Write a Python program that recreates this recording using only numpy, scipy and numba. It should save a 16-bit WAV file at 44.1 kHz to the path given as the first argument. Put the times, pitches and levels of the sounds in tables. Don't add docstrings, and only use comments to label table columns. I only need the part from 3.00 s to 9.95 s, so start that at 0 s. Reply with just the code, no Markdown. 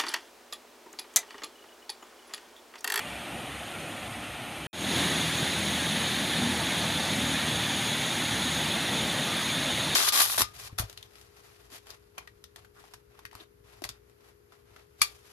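import sys
import numpy as np
from scipy import signal
from scipy.fft import rfft, irfft
from scipy.io import wavfile
from scipy.ndimage import uniform_filter1d
from numba import njit

SR = 44100
rng = np.random.default_rng(int(sys.argv[2]) if len(sys.argv) > 2 else 0)


def persist_wave(psi):
    counts = np.round(np.clip(psi, -1, 1) * 32767).astype(np.int16)
    wavfile.write(sys.argv[1], SR, np.atleast_2d(counts).T)


def volts(x):
    e = np.asarray(x, float) / 20
    return 10 ** e


N = 306495
TIME = np.arange(N) / SR
FREQ = np.fft.rfftfreq(N, 1 / SR)
TOP_HZ = 15530
STOP_S, START_S = 1.6695, 1.7295

# time_s, length_s, level_db
HUM = [
    (.15, .26, -48),
    (.35, .16, -49),
    (.56, .3, -47),
    (.8, .22, -54),
    (1.06, .16, -50),
    (1.19, .12, -48),
    (1.33, .15, -48),
    (1.62, .14, -48),
]
# time_s, firing_rate_hz, level_db
ENGINE = [
    (1.74, 41.2, 0.5),
    (2.6, 40.51, -2),
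    (3.6, 39.47, 1.5),
    (4.5, 38.37, 0.5),
    (5.4, 37.85, -0.5),
    (6.17, 36.98, -4),
    (6.95, 35.73, -2),
]
# multiple of firing rate, level_db, fade_db_per_s
ENGINE_TONES = [(2, -43, 3), (3, -45.5, 0), (4, -45, 0), (5, -45.5, 0), (6, -45, .5), (7, -47, 0),
                (8, -49, 0.5), (9, -49.5, 0.5)]
# time_s, length_s, multiple, boost_db
CLEARINGS = [(2.75, .4, 2, 5), (3.3, 0.27, 2, 7), (5.62, 0.89, 2, 8), (2.53, 1.6, 4, 6.5),
             (3.87, 0.38, 4, 6), (6.2, .4, 4, 5), (5.62, 0.27, 4, 6), (6.62, 0.79, 4, 9),
             (2.685, 0.37, 5, 13.5), (3.45, .3, 5, 8.5), (3.75, 0.38, 5, 6.5), (3.46, 0.41, 6, 8.5),
             (4.22, .3, 6, 7), (4.85, .5, 6, 8.5), (4.95, 0.32, 3, 5), (6.83, .3, 3, 6), (3.45, .5, 7, 6),
             (4.2, .4, 7, 6), (4.78, .3, 7, 6)]
# time_s, resonance_hz
BANK_CICADA = [
    (0, 6770),
    (.47, 6520),
    (1.06, 6900),
    (1.36, 6620),
    (1.52, 6510),
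    (1.67, 6560),
]
# start_s, end_s, start_hz, end_hz, level_db
WHISTLES = [
    (.2, .58, 11780, 11500, -64),
    (.62, .8, 11480, 11380, -65),
    (.03, .22, 10950, 10800, -65),
    (.28, .6, 11000, 10850, -66),
    (.62, .95, 10850, 10950, -66),
    (1.02, 1.36, 10850, 11000, -64),
    (1.38, 1.68, 11820, 11520, -63),
]
# time_s, length_s, change_db
CHORUS_SWELLS = [
    (2.12, .3, 3),
    (2.31, .1, -8),
    (2.393, .06, 2),
    (3.19, .08, 1),
    (4.05, 0.42, 1.5),
    (4.516, .25, 2),
    (5.6, .15, 2),
    (6.0, .2, 2.5),
    (6.53, .3, 3),
]
# time_s, length_s, change_db
HEAVES = [(.44, 0.14, 2), (.87, .12, -2), (1.27, 0.27, 1), (1.47, .12, -3), (2.42, 0.14, 1.5),
          (2.673, 0.16, 0), (3.103, 0.29, -1.5), (3.39, .12, 0.5), (3.5, 0.11, 2), (3.85, .2, 0),
          (4.02, .12, -1.5), (4.296, .2, 2.5), (4.409, 0.073, -5), (4.55, .15, 1.5), (4.77, 0.17, 2.5),
          (4.9, .1, -3), (5.08, 0.23, 0), (5.45, .25, -0.5), (5.62, .15, 1), (5.96, 0.13, 1),
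          (6.301, 0.58, -0.5), (6.9, .2, -3)]
# pitch_hz, level_db (per Hz)
RIVER_RUMBLE = [(50, -40), (85, -10), (92, -2.5), (125, -2.5), (166, -3), (217, -2.5), (329, -3.5),
                (413, -11), (544, -8), (577, -3.5), (625, -6.5), (717, -2), (900, -8.5), (1170, -35),
                (1980, -120)]
RIVER_HISS = [(530, -45), (900, -14.5), (1030, -8), (1120, -8.5), (1350, -4.5), (1620, -10), (1880, -5),
              (2100, -8.5), (2420, -5), (3200, -8), (3440, -10), (4330, -17), (5000, -24), (6500, -49),
              (11000, -120)]
RIVER_SPRAY = [(2940, -35), (5000, -10), (5850, -8.5), (6870, -6.5), (7550, -11), (8740, -2), (9430, -1.5),
               (10400, -7), (11800, -8.5), (12300, -11), (15500, -18)]
FALL_RUMBLE = [(21, -50), (35, -29.5), (89, -6), (174, -1), (248, -1.5), (352, -6.5), (426, -11), (537, -8),
               (900, -9.5), (1170, -49), (1980, -120)]
FALL_HISS = [(530, -19), (900, -8.5), (1460, -8.5), (1750, -4.5), (2680, -7.5), (3000, -6.5), (3570, -1),
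             (4520, -11.5), (5000, -18), (6500, -36), (11000, -120)]
FALL_SPRAY = [(2940, -42), (5000, -14.5), (5600, -9), (6070, -8), (6610, -5.5), (7770, -12.5), (9890, -4),
              (11900, -15.5), (13700, -20), (14900, -18), (15500, -23)]
# hiss_db, rumble_minus_hiss_db, spray_minus_hiss_db
RIVER_LEVELS = (-41, -0.56, -9.5)
FALL_LEVELS = (-31, -4, -8.5)
# time_s, centre_hz
WIDE_MOMENTS = [(.109, 9650), (.805, 6280), (1.13, 4700), (1.13, 12080), (1.641, 9650), (2.222, 7900),
                (2.222, 12400), (2.315, 4700), (2.315, 6940), (2.315, 12780), (2.338, 5490), (2.5, 5170),
                (2.5, 12440), (3.011, 9000), (3.127, 7610), (3.336, 4670), (3.94, 14500), (4.01, 9670),
                (4.219, 8940), (4.59, 8640), (5.217, 7950), (5.287, 4960), (6.053, 11380), (6.123, 11050),
                (6.425, 5210)]


def unit(x):
    return x / np.sqrt(np.mean(x ** 2))


def curves(table):
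    s, *columns = np.transpose(table)
    return [np.interp(TIME, s, column) for column in columns]


def walk(rate_hz):
    hold = int(SR / rate_hz)
    steps = np.repeat(rng.standard_normal(N // hold + 1), hold)[:N]
    return 1.1 * uniform_filter1d(uniform_filter1d(steps, hold), hold)


def swell(s, length_s):
    return np.cos(np.pi * np.clip((TIME - s) / length_s, -.5, .5)) ** 2


def ring(x, hz, width_hz):
    pole = np.exp((2j * np.pi * hz - np.pi * width_hz) / SR)
    a = [1, -2 * pole.real, abs(pole) ** 2]
    once = signal.lfilter([1], a, x)
    return unit(signal.lfilter([1, 0, -1], a, once))


def heave():
    return sum(db * swell(s, length_s) for s, length_s, db in HEAVES)


def motor():
    hz = 68 + 2.5 * walk(9)
    level = sum(volts(db) * swell(s, length_s) for s, length_s, db in HUM)
    hum = level * np.sin(2 * np.pi * np.cumsum(hz) / SR)
    ground = ring(rng.standard_normal(N), 32, 40)
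    return hum + volts(-73) * ground


def engine():
    hz, level_db = curves(ENGINE)
    phase = 2 * np.pi * np.cumsum(hz * (1 + .003 * walk(8))) / SR
    out = 0
    for multiple, db, fade in ENGINE_TONES:
        clear_db = sum(up * swell(s, length_s) for s, length_s, m, up in CLEARINGS if m == multiple)
        path_db = db + level_db - fade * (TIME - START_S) + clear_db + 2.5 * walk(6)
        wander = 0.64 * walk(9)
        out = out - volts(path_db) * np.cos(multiple * phase + wander)
    scatter_db = 2.5 * walk(40)
    return out * volts(scatter_db + 0.71 * heave())


def bank_cicada():
    click_hz = 157.3
    body_hz, = curves(BANK_CICADA)
    cycle = 2 * np.pi * np.cumsum(click_hz * (1 + .0012 * walk(12))) / SR
    out = 0
    for k in range(38, 47):
        tuning_db = -6 * ((click_hz * k - body_hz) / 450) ** 2
        level = volts(-68 + tuning_db + 4.6 * walk(6.9))
        out = out + level * np.sin(k * cycle + 2 * np.pi * rng.random())
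    return out


def whistles():
    wobble_hz = 22 * walk(80)
    flutter = volts(1.5 + 2.5 * walk(30))
    out = 0
    for start, end, start_hz, end_hz, db in WHISTLES:
        part = np.clip((TIME - start) / (end - start), 0, 1)
        hz = start_hz + (end_hz - start_hz) * part + wobble_hz
        tone = np.sin(2 * np.pi * np.cumsum(hz) / SR)
        shape = np.sqrt(np.sin(np.pi * part).clip(0))
        out = out + volts(db) * shape * flutter * tone
    return out


def cicada(click_hz, drift, jitter, body_hz, width_hz):
    rate_hz = click_hz * (1 + drift * walk(3) + jitter * walk(150))
    cycle = np.floor(np.cumsum(rate_hz) / SR)
    clicks = np.diff(cycle, prepend=0) * volts(2.5 * rng.standard_normal(N))
    fade = np.exp(-np.arange(600) / 130)
    path_a = signal.fftconvolve(clicks, rng.standard_normal(600) * fade)[:N]
    path_b = signal.fftconvolve(clicks, rng.standard_normal(600) * fade)[:N]
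    turn = np.pi * walk(2)
    return ring(np.cos(turn) * path_a + np.sin(turn) * path_b, body_hz, width_hz)


def cicada_chorus():
    first = cicada(137, drift=.006, jitter=.008, body_hz=6670, width_hz=300)
    second = cicada(118, drift=.004, jitter=.006, body_hz=6850, width_hz=900)
    far = ring(rng.standard_normal(N), 6545, 200)
    swells_db = sum(up * swell(s, length_s) for s, length_s, up in CHORUS_SWELLS)
    level_db = -45.5 + 1.1 * walk(12) + swells_db
    return volts(level_db) * unit(first + .55 * second + .95 * far) * volts(.8 * walk(25))


@njit
def bubbles(start, hz, size, cycles, glide):
    out = np.zeros(N)
    for k in range(len(start)):
        step = 2 * np.pi * hz[k] / SR
        fade = np.exp(-hz[k] / (cycles * SR))
        length = int(4 * cycles * SR / hz[k])
        z = size[k] + 0j
        spin = fade * np.exp(1j * step)
        turn = np.exp(1j * step * glide / length)
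        for i in range(start[k], min(start[k] + length, N)):
            z = z * spin
            spin = spin * turn
            out[i] += z.imag
    return out


def water(colour, per_s, cycles, ringing, surge_db, flicker_db):
    hz, db = np.transpose(colour)
    when, pitch, size = rng.random((int(per_s * N / SR), 3)).T
    pitch = hz[1] + pitch * (min(hz[-2], TOP_HZ) - hz[1])
    start = (when * N).astype(np.int64)
    rung = bubbles(start, pitch, np.sqrt(pitch) * volts(9 * size), cycles, .02)
    ring_level = ringing * np.sqrt(2 * np.ptp(pitch) / SR)
    source = ring_level * unit(rung) + rng.standard_normal(N)

    octave = np.log2(np.maximum(FREQ, 1))
    coloured = rfft(source) * volts(np.interp(octave, np.log2(hz), db))
    out, surge = 0, walk(6.5)
    for centre in np.arange(np.log2(hz[0]), np.log2(hz[-1]) + 1 / 3, 1 / 3):
        shape = np.cos(np.pi / 2 * np.clip(3 * (octave - centre), -1, 1)) ** 2
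        band = irfft(coloured * shape, N)
        surge = .8 * surge + .6 * walk(5)
        out = out + band * volts(surge_db * surge + flicker_db * walk(14))
    return unit(out)


def torrent(levels_db, rumble_colour, hiss_colour, spray_colour):
    hiss_db, rumble_db, spray_db = levels_db
    rumble = water(rumble_colour, per_s=250, cycles=8.0, ringing=.6, surge_db=.35, flicker_db=.9)
    hiss = water(hiss_colour, per_s=900, cycles=45.0, ringing=.7, surge_db=.2, flicker_db=.4)
    spray = water(spray_colour, per_s=2500, cycles=110.0, ringing=.85, surge_db=.2, flicker_db=.3)
    heave_db = 1.04 * walk(10) + 0.52 * heave()
    return volts(hiss_db) * (hiss + volts(rumble_db + heave_db) * rumble + volts(spray_db) * spray)


def river():
    return torrent(RIVER_LEVELS, RIVER_RUMBLE, RIVER_HISS, RIVER_SPRAY)


def waterfall():
    return torrent(FALL_LEVELS, FALL_RUMBLE, FALL_HISS, FALL_SPRAY)


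def scene():
    bank = motor() + bank_cicada() + whistles() + river()
    bank = bank * np.clip((STOP_S - TIME) / 0.00094, 0, 1)

    pool = engine() + cicada_chorus() + waterfall()
    since = TIME - START_S
    fade_s, fade_from = .26, 0.16
    fade = np.clip(fade_from + (1 - fade_from) * since / fade_s, 0, 1)
    fade = fade * np.clip(since / 0.0015, 0, 1)
    gain = volts(3 * np.exp(-np.maximum(since - fade_s, 0) / 0.16))
    return np.tile(bank + pool * fade * gain, (2, 1))


def low_pass(x):
    return signal.sosfilt(signal.butter(12, 16280, fs=SR, output="sos"), x)


def record(dry):
    noise, heard = rfft(rng.standard_normal(N)), rfft(dry[0])
    side = np.zeros(N)
    for s, hz in WIDE_MOMENTS:
        window = np.cos(np.pi * np.clip((TIME - s) / (2048 / SR), -.5, .5)) ** 1.5
        band = abs(FREQ - hz) < 0.18 * hz / 2
        in_band = window * irfft(heard * band, N)
        strength = np.sqrt(np.sum(in_band ** 2) / np.sum(window ** 2))
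        side = side + volts(-2.5) * strength * window * unit(irfft(noise * band, N))
    wide = dry + side * np.array([[1], [-1]])
    mix = irfft(rfft(wide) * (FREQ < TOP_HZ), N)
    return low_pass(mix)


dry = scene()
out = record(dry)
persist_wave(out)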